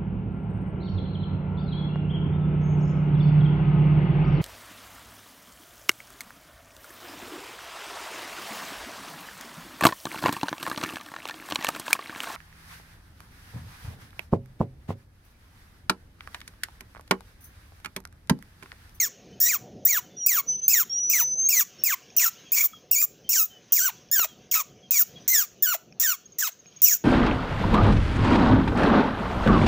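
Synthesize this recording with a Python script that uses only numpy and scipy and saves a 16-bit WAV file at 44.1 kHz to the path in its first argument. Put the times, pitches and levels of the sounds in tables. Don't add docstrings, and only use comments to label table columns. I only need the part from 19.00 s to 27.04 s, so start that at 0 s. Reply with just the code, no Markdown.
import sys
import numpy as np
from scipy import signal
from scipy.fft import rfft, irfft, next_fast_len
from scipy.io import wavfile
from scipy.ndimage import uniform_filter1d, minimum_filter1d, map_coordinates

SR = 44100
rng = np.random.default_rng(int(sys.argv[2]) if len(sys.argv) > 2 else 0)


def to_wav(s):
    ch = np.atleast_2d(s).T
    pcm = np.round(np.clip(ch, -1, 1) * 32767)
    wavfile.write(sys.argv[1], SR, pcm.astype(np.int16))


N = 354563

# t/s, level/dB
RUMBLE_LEVEL = [(0, -48.5), (.22, -52), (.69, -44.5), (1.27, -55.5), (1.5, -46.5), (1.75, -53),
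                (2.4, -45.5), (2.69, -56), (3.3, -56), (5.1, -56), (5.73, -52.5), (5.91, -58.5),
                (6.14, -48), (6.3, -54.5), (7, -57), (7.86, -62), (8.04, -51.5)]
# f/Hz, level/dB
RUMBLE_COLOUR = [(25, -36), (50, -13.5), (80, -11), (125, -3), (190, -2.5), (300, -8.5), (420, -6),
                 (560, -9.5), (700, -14.5), (738, -8), (775, -21), (950, -28), (1300, -59)]
# t/s, level/dB (its mean course)
RUSTLE_LEVEL = [(0, -59), (.3, -62), (1.5, -64), (1.85, -59), (2.33, -69), (2.7, -58), (3.4, -54),
                (3.75, -63), (4.9, -58), (5.9, -64), (6.2, -56), (6.8, -65), (8.05, -62)]
# f/Hz, level/dB
RUSTLE_COLOUR = [(700, -26.5), (1000, -12), (1700, -10), (2100, -11.5), (3000, -5), (4000, -12),
                 (4900, -11.5), (6400, -3), (7200, -27.5), (8000, -32), (13500, -35), (15000, -19),
                 (15700, -61.5)]
# f/Hz, t60/s
ECHO_DECAY = [(1000, 0.34), (4000, 0.36), (6500, 0.35), (9000, .2), (12000, 0.21), (15000, 0.31)]
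# f/Hz, level/dB
ECHO_COLOUR_CURVE = [(1000, -2), (2500, -2), (7000, 0), (12000, -1), (15000, -10)]
# t/s, length/s, first f/Hz, last f/Hz, nominal peak level/dB
DISTANT_NOTES = [(0.324, 0.037, 3030, 3060, -56), (1.03, 0.052, 3090, 3030, -61),
                 (1.092, 0.13, 3540, 3420, -63), (1.204, 0.035, 3110, 3000, -53.5),
                 (1.525, 0.025, 3100, 3000, -54), (1.624, 0.037, 3400, 3280, -56),
                 (1.89, 0.088, 3320, 3230, -56), (1.957, 0.056, 3070, 2950, -57),
                 (2.419, 0.056, 3440, 3390, -60), (2.782, 0.053, 5410, 5500, -46),
                 (3.453, 0.041, 3310, 3210, -50.5), (3.725, 0.058, 3360, 3220, -47.5),
                 (3.733, 0.011, 1280, 1280, -46), (4.244, 0.05, 3125, 3160, -50.5),
                 (4.497, 0.1, 3130, 2950, -52.5), (5.27, 0.079, 3370, 3090, -54),
                 (5.826, 0.06, 3310, 3140, -53.5), (6.155, 0.036, 3330, 3260, -46),
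                 (7.195, .015, 6560, 6360, -65), (7.256, 0.013, 6500, 6450, -44),
                 (7.321, 0.015, 6610, 6500, -45), (7.52, 0.015, 6600, 6400, -47),
                 (7.59, 0.02, 6750, 6270, -46.5), (7.664, 0.032, 6600, 6510, -47),
                 (7.762, 0.018, 6620, 6460, -43)]
# t/s, peak level/dB, spectral tilt/(dB per octave), share of twig ring/(0-1)
DRY_TICKS = [(2.818, -40, 3, 1), (3.103, -39, 3, 0.83), (5.087, -45, 7, .9), (5.196, -12, -4, 0),
             (6.925, -38, 1, 1), (7.659, -40, -2, 0.8)]
# f/Hz, relative level/dB, t60/s
TWIG_MODES = [(2490, -1, 0.018), (5500, 2, 0.011)]
# t/s, pitch f/Hz, level/dB before a common trim
WHISTLE_GLIDES = [
    [(1.165, 5750, -40), (1.2, 5850, -30.5), (1.235, 5697, -23), (1.31, 5860, -40)],
    [(1.46, 5900, -58), (1.49, 6022, -19), (1.56, 6060, -22), (1.612, 6110, -36), (1.64, 6175, -21.5),
     (1.73, 6125, -39), (1.78, 5320, -36.5)],
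    [(1.895, 5500, -28.5), (1.99, 5820, -22), (2.077, 5920, -20.5), (2.165, 5990, -23.5), (2.32, 6090, -18),
     (2.365, 6130, -29.5), (2.4, 6260, -19.5), (2.475, 6410, -14.5), (2.52, 6660, -53)],
]
# t/s, pitch f/Hz, roughness/(0-1)
SCOLDING = [ ((-27, 1.5, .5, -21.5, -32.5, -9.5, 8, .015, .25, .45, .1), [(-.07, 2400, .2), (0, 2278, .2),
            (.052, 1692, .3), (.072, 1150, .32), (.09, 1073, .35)]),
            ((-25.5, 3.5, 0.2, -23.5, -38.5, 6, 7, .025, .15, .5, .15), [(.401, 1739, .5), (.487, 1980, .4),
            (.495, 2555, .2), (.553, 1198, .27), (.565, 1054, .28), (.579, 1100, .3)]),
            ((-24.5, 1, 1, -24.5, -36, 5, 9, .025, .15, .3, .1), [(.851, 1746, .2), (.875, 1936, .2),
            (.896, 2410, .23), (.961, 1688, .27), (.988, 1050, .3), (1.005, 903, .3)]),
            ((-24, 1, 0.3, -24, -32.5, 1.5, 10, .01, .12, .2, .1), [(1.262, 2294, .15), (1.281, 2652, .17),
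            (1.3, 2255, .2), (1.371, 1430, .29), (1.388, 1139, .31), (1.416, 1085, .35)]),
            ((-24, 4.5, 0.7, -23, -34.5, 1, 8, .035, .18, .35, .1), [(1.68, 1999, .5), (1.7, 2537, .4),
            (1.722, 2656, .3), (1.752, 1988, .31), (1.784, 1720, .32), (1.825, 1147, .34),
            (1.844, 950, .35)]), ((-26, 3, 0.7, -23.5, -34.5, 1.5, 9, .012, .18, .3, .1),
            [(2.098, 2469, .4), (2.128, 2692, .38), (2.14, 2280, .37), (2.181, 1941, .35),
            (2.221, 978, .32), (2.245, 965, .3)]),
            ((-24, 4.5, .75, -19.5, -33, -4.5, 9, .018, .12, .35, .1), [(2.487, 2162, .15),
            (2.505, 2853, .17), (2.536, 2288, .23), (2.59, 1969, .32), (2.604, 1695, .34),
            (2.615, 1153, .36), (2.64, 1137, .4)]), ((-25.5, -0.5, 0, -25, -35, 5, 14, .009, .08, .3, .1),
            [(2.837, 2492, .25), (2.853, 2710, .25), (2.888, 2127, .27), (2.928, 1194, .29),
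            (2.954, 946, .3)]), ((-23.5, 1.5, -0.5, -23, -34.5, -5.5, 9, .02, .1, .4, .5),
            [(3.165, 2330, .1), (3.176, 3050, .12), (3.191, 2800, .15), (3.2, 2550, .72), (3.22, 2150, .65),
            (3.24, 1800, .58), (3.262, 1358, .48), (3.299, 1297, .7)]),
            ((-23, 5.5, 0.9, -26, -36, -13.5, 8, .022, .14, .35, .5), [(3.519, 2117, .15),
            (3.545, 2667, .2), (3.565, 2230, .6), (3.628, 2300, .75), (3.636, 1250, .55), (3.65, 1100, .45),
            (3.678, 1043, .6)]), ((-24, 9, 0.9, -23, -37, -12.5, 9, .025, .16, .35, .2),
            [(3.912, 2333, .15), (3.933, 2922, .16), (3.962, 2242, .17), (4.015, 2480, .2),
            (4.022, 1250, .5), (4.045, 1150, .55), (4.061, 1100, .85)]),
            ((-23, 6.5, 0.8, -23, -38.5, -4, 10, .012, .28, .4, .5), [(4.291, 2541, .3), (4.314, 3000, .58),
            (4.366, 1603, .43), (4.385, 1456, .2), (4.407, 1283, .23), (4.469, 1300, .3)]),
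            ((-25, 4.5, -0.9, -24, -40.5, 12.5, 11, .03, .16, .55, .3), [(4.722, 2940, .85),
            (4.762, 2753, .7), (4.794, 1657, .3), (4.81, 1426, .2), (4.849, 1592, .2), (4.875, 1412, .2),
            (4.91, 633, .2)]), ((-25.5, 4.5, 0.5, -23.5, -31, -2, 10, .014, .1, .2, .1),
            [(5.114, 1700, .12), (5.146, 1862, .14), (5.165, 1629, .16), (5.231, 1263, .2),
            (5.241, 1265, .27), (5.249, 631, .6), (5.266, 596, .75)]),
            ((-28, 6, .35, -24.5, -30.5, -10, 8, .008, .14, .25, .4), [(5.513, 3600, .2), (5.52, 2700, .25),
            (5.531, 2152, .5), (5.546, 2291, .68), (5.553, 1365, .6), (5.58, 1280, .35), (5.601, 1195, .43),
            (5.629, 854, .55)]), ((-24, 9.5, 0.7, -24.5, -39, -11.5, 5, .018, .14, .5, .9),
            [(5.908, 2620, .83), (5.935, 2600, .7), (5.95, 2300, .35), (5.968, 2250, .35), (5.99, 1900, .4),
            (6.017, 1333, .53), (6.045, 1182, .6)]), ((-24, 2, .4, -21, -32, -6.5, 5, .025, .22, .4, .15),
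            [(6.278, 1810, .8), (6.297, 2050, .65), (6.31, 2070, .2), (6.339, 2026, .22),
            (6.357, 1820, .25), (6.39, 1656, .27), (6.41, 1526, .29), (6.436, 1184, .5),
            (6.459, 1065, .8)]), ((-26, 5, 0.1, -27, -27, -9.5, 8, .008, .16, .12, .1), [(6.624, 1695, .12),
            (6.634, 1858, .12), (6.668, 1508, .13), (6.718, 1424, .15), (6.738, 1085, .2), (6.75, 685, .4),
            (6.772, 629, .6)]), ((-24.5, 5, 1.5, -22.5, -30, -4, 8, .012, .25, .35, .15),
            [(6.998, 1738, .92), (7.03, 1850, .88), (7.048, 1860, .15), (7.078, 1548, .17),
            (7.118, 1407, .23), (7.146, 1113, .28), (7.16, 1056, .3)]),
            ((-29, 3.5, -0.7, -26.5, -32.5, -5.5, 8, .009, .2, .25, .15), [(7.385, 1840, .9),
            (7.405, 2046, .8), (7.43, 1595, .2), (7.447, 1289, .24), (7.468, 1230, .3), (7.493, 675, .36),
            (7.503, 661, .38)]), ((-22.5, 3.5, -0.5, -22.5, -42, -6, 9, .03, .22, .4, .4),
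            [(7.818, 2508, .85), (7.851, 3022, .5), (7.9, 2100, .5), (7.931, 1690, .55), (7.966, 1323, .77),
            (7.976, 1340, .83)]), ]
# f/Hz, level/dB
CHEST_COLOUR = [(350, -51.5), (550, 19.5), (750, 5), (1100, 4), (1600, 1), (2400, 5.5), (3300, -2),
                (4400, -2), (5200, -52)]
MOUTH_COLOUR = [(3800, -24), (4600, -18), (5900, -0.5), (6350, -8), (6750, 1), (7400, -3.5), (8000, -12.5),
                (9000, -23.5), (10000, -25)]
TEETH_COLOUR = [(8000, -54.5), (9200, -27.5), (11600, -18), (12100, -30), (12600, -16), (13600, -13),
                (14800, 5.5), (15600, -10.5), (15900, -39.5), (16600, -49)]

TOP_HZ = 16700
LEAVES_STIR_DB = 2
SWELL_WIDTH = .16
POP_DB, POP_S = 4, .003
MOUTH_SHUT_DB, MOUTH_SAG_DB = -6, -11
CHEST_OPENS, CHEST_SHUT_DB = 0.38, -22.5
FADE_DB = -16


def amp(db):
    return 10 ** (np.asarray(db) / 20)


def unit(x):
    return x / np.sqrt(np.mean(x ** 2) + 1e-20)


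def along(points, hz):
    f, v = np.transpose(points)
    return np.interp(np.log(hz + 1), np.log(f + 1), v)


def curves(rows):
    s, *cols = np.transpose(rows)
    n = np.arange(max(round(s[0] * SR), 0), min(round(s[-1] * SR), N))
    return n, [np.interp(n / SR, s, c) for c in cols]


def wobble(rate, size=N):
    knots = rng.standard_normal(int(size * rate / SR) + 4)
    return map_coordinates(knots, [np.arange(size) * rate / SR])


def filtered(x, response):
    m = next_fast_len(x.shape[-1] + 8192)
    spectrum = rfft(x, m) * response(np.fft.rfftfreq(m, 1 / SR))
    return irfft(spectrum, m)[..., :x.shape[-1]]


def coloured(x, spectrum):
    points = [(1, -120)] + spectrum + [(SR / 2, -120)]
    return filtered(x, lambda hz: unit(amp(along(points, hz))))


def fade(count, attack, release):
    t = np.arange(count) / SR
    return np.clip(np.minimum(t / attack, t[::-1] / release), 0, 1)


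def rush(spectrum, patchy_db):
    z = signal.stft(rng.standard_normal(N), nperseg=512)[2]
    field = rng.standard_normal(z.shape)
    field = uniform_filter1d(uniform_filter1d(field, 4, 0), 10, 1)
    patchy = signal.istft(z * amp(patchy_db * unit(field)), nperseg=512)[1][:N]
    return unit(coloured(patchy, spectrum))


def wash():
    t = np.arange(N) / SR
    rumble_db = np.interp(t, *np.transpose(RUMBLE_LEVEL))
    rumble = amp(rumble_db) * rush(RUMBLE_COLOUR, patchy_db=2.6)
    rustle_db = np.interp(t, *np.transpose(RUSTLE_LEVEL)) + LEAVES_STIR_DB * wobble(4.5)
    return rumble + amp(rustle_db) * rush(RUSTLE_COLOUR, patchy_db=2.8)


def echo(x, decays):
    hz, t, z = signal.stft(rng.standard_normal(SR // 2), SR, nperseg=256)
    decay = amp(-60 * t / along(decays, hz)[:, None])
    tail = signal.istft(z * decay, SR, nperseg=256)[1]
    wet = signal.fftconvolve(x, tail / np.linalg.norm(tail))[:N]
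    return filtered(wet, lambda f: amp(along(ECHO_COLOUR_CURVE, f)))


def distant_notes():
    out = np.zeros(N)
    for s, length, first_hz, last_hz, db in DISTANT_NOTES:
        count = round(length * SR)
        phase = 2 * np.pi * np.cumsum(np.linspace(first_hz, last_hz, count)) / SR
        flutter_db = 2.0 * wobble(90, size=count)
        shape = fade(count, length * 0.1, length * 0.28) * amp(db + flutter_db)
        out[round(s * SR):][:count] += shape * np.sin(phase)
    return out


def ticks():
    out, t = np.zeros(N), np.arange(512) / SR
    twig = sum(amp(level_db - 60 * t / t60) * np.sin(2 * np.pi * hz * t) for hz, level_db, t60 in TWIG_MODES)
    for s, db, tilt_db, ring in DRY_TICKS:
        snap = (1 + .5 * rng.standard_normal(len(t))) * amp(-60 * t / .0004)
        click = np.pad((1 - ring) * snap + ring * twig / 2, (256, 0))

        def tilted_band(hz):
            return amp(tilt_db * np.log2(hz / 1500 + .1)) * (hz > 250) / (1 + (hz / 6200) ** 16)

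        click = filtered(click, tilted_band)
        out[round(s * SR) - 256:][:len(click)] += amp(db) * click / np.abs(click).max()
    return out


def whistles():
    out = np.zeros(N)
    for rows in WHISTLE_GLIDES:
        n, (hz, db) = curves(rows)
        drift = 0.0009 * wobble(60, size=len(n))
        phase = 2 * np.pi * np.cumsum(hz * (1 + drift)) / SR
        tone = np.sin(phase) + amp(-48.5) * np.sin(2 * phase)
        level = amp(db - 1.5 + 1.2 * wobble(33, size=len(n)))
        out[n] += level * tone * fade(len(n), .005, .01)
    return out


def region_levels(t, length, hiss_db, swell_db, swell_at, mouth_db, chest_db, sag_db, spit_db, spit_s, fades,
                  mouth_at):
    u = t / length

    def opened(at, shut_db, change_db):
        return np.where(u < at, shut_db * (1 - u / at), change_db * (u - at) / (1 - at))

    pop_db = POP_DB * np.exp(-t / POP_S)
    edge_db = pop_db + FADE_DB * np.clip(1 - (1 - u) / fades, 0, 1)
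    swell = swell_db * np.exp(-((u - swell_at) / SWELL_WIDTH) ** 2)
    teeth_db = hiss_db + spit_db * np.exp(-t / spit_s) + swell
    return [chest_db + opened(CHEST_OPENS, CHEST_SHUT_DB, sag_db) + edge_db,
            mouth_db + opened(mouth_at, MOUTH_SHUT_DB, MOUTH_SAG_DB) + edge_db,
            teeth_db + edge_db]


def chirps():
    out, k = np.zeros(N), np.arange(1, 30)[:, None]
    strength = amp(6.0 * (k == 1))
    for (*levels, doubling), glide in SCOLDING:
        n, (hz, rough) = curves(glide)
        size, start_s = len(n), glide[0][0]
        chest_db, mouth_db, teeth_db = region_levels(n / SR - start_s, glide[-1][0] - start_s, *levels)
        drift = (.005 + .03 * rough) * wobble(110, size=size)
        jitter = (.005 + .1 * rough ** 2) * wobble(900, size=size)
        phase = 2 * np.pi * np.cumsum(hz * (1 + drift + jitter)) / SR

        flutter = amp((1.5 + 4 * rough) * np.array([wobble(70, size=size) for _ in k]))
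        start_phase = rng.uniform(0, 2 * np.pi, k.shape)
        overtones = strength * flutter * np.cos(k * phase + start_phase) * (k * hz < SR / 2.5)
        tone = np.sum(overtones, 0) * np.sqrt(4 * hz / SR)
        tone *= amp((.5 + 3 * rough) * wobble(350, size=size))

        halves = 2 * doubling * rough * np.cos(phase / 2)
        breath = rng.standard_normal(size) * (1 + 0.22 * np.cos(phase))
        breath = filtered(breath, lambda f: 1 / (1 + (850 / (f + 1)) ** 6))

        regions = [(CHEST_COLOUR, chest_db, 1.8, .2), (MOUTH_COLOUR, mouth_db, 1.4, 1),
                   (TEETH_COLOUR, teeth_db, .5, 1)]
        for colour, db, power, split in regions:
            share = rough ** power
            mixture = np.sqrt(1 - share) * tone * (1 + split * halves) + np.sqrt(share) * breath
            level = amp(db + 0.79 * wobble(122, size=size))
            out[n] += coloured(mixture, colour) * level * fade(size, .0015, .008)
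    return out


def scene():
    near, far = chirps(), whistles() + distant_notes()
    far = far + amp(-12) * echo(far, ECHO_DECAY)
    near = near + amp(-18.5) * echo(near, ECHO_DECAY)
    mid = near + far + ticks() + wash()
    return np.array([mid, mid])


def record(dry, depth_db=9, knee_db=-38, hold=.02, release=0.049):
    power = uniform_filter1d(np.mean(dry ** 2, 0), 400)
    level_db = 10 * np.log10(np.abs(power) + 1e-10)
    need_db = -depth_db * np.clip((level_db - knee_db) / 8, 0, 1)
    width = round(hold * SR)
    gain_db = minimum_filter1d(need_db, width, origin=width // 2 - 1)
    step = 1 / (release * SR)
    slow_db = signal.lfilter([step], [1, step - 1], gain_db)
    gain_db = uniform_filter1d(np.minimum(gain_db, slow_db), 400)
    bass = filtered(dry, lambda hz: 1 / (1 + (hz / 850) ** 8) / (1 + (70 / (hz + 1)) ** 6))
    return filtered(dry + bass * (amp(gain_db) - 1), lambda hz: hz < TOP_HZ)


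dry = scene()
out = record(dry)
to_wav(out)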